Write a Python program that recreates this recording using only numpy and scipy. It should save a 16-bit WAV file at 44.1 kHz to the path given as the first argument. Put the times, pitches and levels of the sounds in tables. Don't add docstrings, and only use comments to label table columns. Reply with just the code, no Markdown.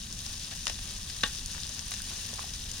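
import sys
import numpy as np
from scipy import signal
from scipy.fft import rfft, irfft, next_fast_len
from scipy.io import wavfile
from scipy.ndimage import map_coordinates

SR = 44100
rng = np.random.default_rng(int(sys.argv[2]) if len(sys.argv) > 2 else 0)


def dump_mix(stems):
    frames = np.atleast_2d(stems).T
    limited = np.clip(frames, -1, 1)
    pcm = np.round(limited * 32767).astype(np.int16)
    wavfile.write(sys.argv[1], SR, pcm)


N = 123480


def amp(db):
    return 10 ** (np.asarray(db) / 20)


def unit(x):
    return x / np.sqrt(np.mean(x ** 2) + 1e-20)


def along(points, hz):
    f, v = np.transpose(points)
    return np.interp(np.log(hz + 1), np.log(f + 1), v)


def wobble(rate):
    knots = rng.standard_normal(1024)
    return map_coordinates(knots, [np.arange(N) * rate / SR], mode='wrap')


def filtered(x, response):
    m = 2 * next_fast_len(x.shape[-1] // 2 + 2048)
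    hz = np.fft.rfftfreq(m, 1 / SR)
    return irfft(rfft(x, m) * response(hz), m)[..., :x.shape[-1]]


def coloured(x, curve_db):
    def response(hz):
        cepstrum = irfft(np.log(amp(curve_db(hz))))
        half = len(hz) - 1
        cepstrum[1:half] *= 2
        cepstrum[half + 1:] = 0
        return np.exp(rfft(cepstrum))
    return filtered(x, response)


def resonance(centre_hz, q):
    def curve_db(hz):
        detune = (hz + 1) / centre_hz - centre_hz / (hz + 1)
        return np.maximum(-20 * np.log10(1 + q ** 2 * detune ** 2), -80)
    return curve_db


# pitch_hz, likeness (0 to 1, no unit)
ALIKE = [(200, .99), (500, 0.78), (1000, 0.32), (1400, 0.55), (1800, 0.69), (2700, 0.5), (4200, 0.81),
         (6000, 0.14), (9000, 0.11), (12000, .1)]


def spread(pair):
    def shares(hz):
        turn = np.arccos(np.clip(along(ALIKE, hz), 0, .995)) / 2
        return np.array([np.cos(turn), np.sin(turn)])
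    mid, side = filtered(pair, shares)
    return np.array([mid + side, mid - side])


def rush(spectrum, envelope):
    noise = spread(rng.standard_normal((2, N))) * envelope
    return unit(coloured(noise, lambda hz: along(spectrum, hz)))


SCATTER_T60, SCATTER_RISE_S = 0.19, 0.011
EVENT_S = .001


def crack(t60, curve_db, wet_db):
    t = np.arange(SR // 4) / SR
    burst_shape = amp(-60 * t / t60)
    tail_shape = amp(-60 * t / SCATTER_T60) * (1 - np.exp(-t / SCATTER_RISE_S))

    def noise(shape):
        return unit(coloured(spread(rng.standard_normal((2, len(t)))) * shape, curve_db))
    direct = noise(burst_shape)
    tail = noise(tail_shape)
    return (direct + amp(wet_db) * tail) * np.sqrt(EVENT_S * SR / len(t))


def add(out, s, sound):
    part = out[:, max(round(s * SR), 0):][:, :sound.shape[-1]]
    part += sound[..., :part.shape[1]]


# start_s, level_db (before a shared trim), t60_s (time to fall 60 dB)
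TEARS = [(1.2337, -17, .022), (1.2356, -18, 0.01), (1.2372, -17, 0.0057), (1.2402, -20.5, 0.014)]
# pitch_hz, level_db (relative)
BURST = [(80, -12), (220, -9), (290, -9), (380, -17), (500, -4), (750, -5.5), (1100, -13), (1400, 1),
         (1700, -0.5), (2200, -4), (2800, -2), (3600, 2), (4500, -8), (5500, -10), (7500, -18),
         (16000, -29)]
# pitch_hz, level_db, t60_s
LOG = [(219, -26.5, 0.039), (483, -42, 0.073), (853, -41, .16), (1135, -26.5, 0.057), (1592, -33, .07),
       (1852, -29, .06), (2860, -28, 0.071), (3570, -21, 0.043)]
RING_LAG_S, RING_RISE_S = 0.00155, 0.0012
ECHO_S, ECHO_DB = 0.025, -18
POP_WET_DB = -10.5


def pop():
    out = np.zeros((2, N))
    for s, db, t60 in TEARS:
        add(out, s, amp(db - 4.0) * crack(t60, lambda hz: along(BURST, hz), POP_WET_DB))
    t = np.arange(SR // 4) / SR
    ring = np.zeros(len(t))
    for hz, db, t60 in LOG:
        ring += amp(db - 60 * t / t60) * np.sin(2 * np.pi * (hz * t + rng.random()))
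    first_tear_s = TEARS[0][0]
    add(out, first_tear_s + RING_LAG_S, ring * (1 - np.exp(-t / RING_RISE_S)))
    return filtered(out, lambda hz: 1 + amp(ECHO_DB) * np.exp(-2j * np.pi * hz * ECHO_S))


# start_s, level_db, pitch_hz (centre of the noise), t60_s
TICKS = [(0.1264, -29, 7200, 0.0045), (.2645, -29, 4800, 0.0048), (0.436, -41, 5500, .006),
         (.4458, -32, 5100, .003), (.6556, -27, 6500, 0.0045), (.6792, -29, 5730, .005),
         (0.6823, -29, 5700, .004), (.7785, -49, 7000, .012), (1.1016, -33, 4970, .003),
         (1.2085, -32.5, 4300, 0.021), (1.229, -43, 8000, .006), (1.2867, -39, 5200, .003),
         (1.4604, -24, 6900, 0.0026), (1.5155, -29, 6000, .003), (1.634, -28, 4430, .004),
         (1.668, -30, 6100, .003), (1.6928, -28, 6600, 0.0027), (1.7922, -26, 4550, 0.0095),
         (1.8835, -33, 6400, .003), (1.9091, -25.5, 10900, 0.0038), (1.9472, -33, 6000, .003),
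         (2.0196, -26.5, 8200, 0.0048), (2.339, -31, 4200, .004), (2.6205, -35.5, 8100, .003),
         (2.7154, -26.5, 6600, 0.0059)]
# start_s, level_db, t60_s, tilt_db (roughly per octave, added to the tone)
SNAPS = [(.513, -29.5, 0.11, -3.5), (0.6689, -18, 0.014, -0.5), (.6788, -26, 0.023, -2),
         (0.6973, -25.5, .018, 0.5), (.789, -33, 0.025, -0.5), (1.098, -30, 0.042, 2.5),
         (1.9177, -25, 0.029, 2.5), (1.939, -26, .016, 4), (2.536, -32, .04, 4)]
# pitch_hz, level_db (relative)
SNAP = [(80, -23), (250, -4), (400, -10), (680, -0.5), (1100, -4.5), (2000, 0.5), (3000, 1), (4200, -0.5),
        (5600, 2), (8000, -6.5), (11000, -11), (16000, -23)]
# start_s, level_db, pitch_hz (centre of the noise), t60_s
KNOCKS = [(.6975, -34, 740, 0.023), (1.548, -37, 1370, 0.023), (1.58, -34, 1460, .025),
          (1.915, -40.5, 1100, .015), (1.966, -42, 1600, 0.023), (2.002, -36, 1520, 0.041),
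          (2.116, -41, 1200, 0.034), (2.33, -35.5, 600, .025), (2.385, -35.5, 1010, .012),
          (2.3924, -27.5, 1050, 0.0091), (2.4409, -35.5, 700, .011)]
TICK_WET_DB, SNAP_WET_DB, KNOCK_WET_DB = -16, -7.5, -14


def crackling():
    out = np.zeros((2, N))
    for s, db, hz, t60 in TICKS:
        add(out, s, amp(db - 4.5) * crack(t60, resonance(hz, q=1.2), TICK_WET_DB))
    for s, db, t60, tilt_db in SNAPS:
        def tone(hz):
            return along(SNAP, hz) + tilt_db * np.log2(1 + hz / 1000)
        add(out, s, amp(db - 2.0) * crack(t60, tone, SNAP_WET_DB))
    for s, db, hz, t60 in KNOCKS:
        add(out, s, amp(db - 2.5) * crack(t60, resonance(hz, q=1.15), KNOCK_WET_DB))
    return out


# time_s, level_db (before the level of each layer)
SIZZLE = [(0, -45), (.15, -44.5), (.3, -41.5), (.55, -43.5), (.88, -42.5), (1.1, -43.5), (1.38, -41),
          (1.45, -44.5), (1.52, -41), (1.7, -42.5), (1.85, -43), (2.05, -42), (2.38, -41), (2.55, -43.5),
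          (2.8, -42)]


def vigour():
    return np.interp(np.arange(N) / SR, *np.transpose(SIZZLE))


# (relative, per Hz)
HISS = [(200, -28), (600, -18), (1200, -9), (2000, -4.5), (3000, 0), (4000, 0.5), (6300, 0.5), (9200, -3),
        (12000, -7), (16000, -9.5)]
# pitch_hz, level_db (relative)
CLICK = [(500, -23), (1500, -10), (3000, -2.5), (6000, -3), (10000, -1), (16000, -4)]
HISS_DB, CRACKLE_DB, CLICK_DB = -2.5, -5.5, -10
CRACKLES_PER_S = 1200
CRACKLE_SPREAD_DB, CRACKLE_RANGE_DB = 5.5, 23
CRACKLE_LIFE_S = 0.00028
CLICKS_PER_S, CLICK_SPREAD_DB, CLICK_RANGE_DB = 450, 4, 17


def random_sizes(spread_db, range_db):
    return amp(np.minimum(spread_db * rng.exponential(size=N), range_db))


def sizzle():
    level = amp(vigour() + 0.83 * wobble(35.25))
    hiss = rush(HISS, amp(1.03 * wobble(120)))
    crackles = np.zeros((2, N))
    for centre_hz in (3400, 5040, 7360, 9400):
        sizes = random_sizes(CRACKLE_SPREAD_DB, CRACKLE_RANGE_DB)
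        bursts = sizes ** 2 * (rng.random(N) < CRACKLES_PER_S / SR)
        power = signal.lfilter([1], [1, -np.exp(-1 / (CRACKLE_LIFE_S * SR))], bursts)
        crackles += coloured(rush(HISS, np.sqrt(power)), resonance(centre_hz, q=1.0))
    sizes = random_sizes(CLICK_SPREAD_DB, CLICK_RANGE_DB)
    pulses = sizes * (rng.random(N) < CLICKS_PER_S / SR)
    signs = np.sign(rng.standard_normal((2, N)))
    clicks = coloured(spread(pulses * signs), lambda hz: along(CLICK, hz))
    layers = amp(HISS_DB) * hiss + amp(CRACKLE_DB) * unit(crackles) + amp(CLICK_DB) * unit(clicks)
    return level * layers


# (relative, per Hz)
ROAR = [(10, -11.5), (25, -0.5), (41, 0.5), (55, -4), (75, -3.5), (125, -11), (215, -13), (300, -23),
        (430, -32.5), (900, -35), (3000, -78)]
# (relative, per Hz)
FLUTTER = [(100, -25), (350, 0), (700, -0.5), (1200, 1), (1900, -6), (3000, -2.5), (8000, -47)]
ROAR_DB, FLUTTER_DB = -44.5, -58.5
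FLUTTER_GROWS = 1.65


def flames():
    roar = rush(ROAR, amp(0.28 * wobble(12)))
    flare_db = FLUTTER_GROWS * (vigour() - vigour().mean())
    flutter = rush(FLUTTER, amp(flare_db + 1.7 * wobble(10) + 2.4 * wobble(90)))
    return amp(ROAR_DB) * roar + amp(FLUTTER_DB) * flutter


def scene():
    return flames() + sizzle() + crackling() + pop()


# pitch_hz, left_db, right_db
MICS = [(756, 0, 0.5), (1190, 0, 4), (1360, -0.5, -1.5), (1490, 4, 1), (1910, 3.5, 4.5), (2060, -3.5, -2.5),
        (2740, 6, -0.5), (3000, 3, 0.5), (3760, 7.5, 0), (4230, 4, 0), (5150, 8, -2), (6400, 8, -1),
        (6820, 6, -2.5), (7720, -3, -0.5), (9180, -7.5, 7.5), (10060, -19, 4.5), (11430, -7.5, -3.5),
        (13400, -14.5, 0.5), (15600, 0, -13)]
# pitch_hz, lead_radians
LEAD = [(150, -0.012), (700, 0.38), (1300, 1), (1700, -0.21), (2500, 0.34), (5000, 1), (7000, 0.58),
        (10000, 1)]
TOP_HZ = 16000


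def record(dry):
    mics = np.array(MICS)
    left = coloured(dry[0], lambda hz: along(mics[:, [0, 1]], hz))
    right = coloured(dry[1], lambda hz: along(mics[:, [0, 2]], hz))

    def shift_and_cut(hz):
        phase = .5 * np.outer([1, -1], along(LEAD, hz))
        return np.exp(1j * phase) * (hz < TOP_HZ)
    return filtered(np.array([left, right]), shift_and_cut)


dry = scene()
out = record(dry)
dump_mix(out)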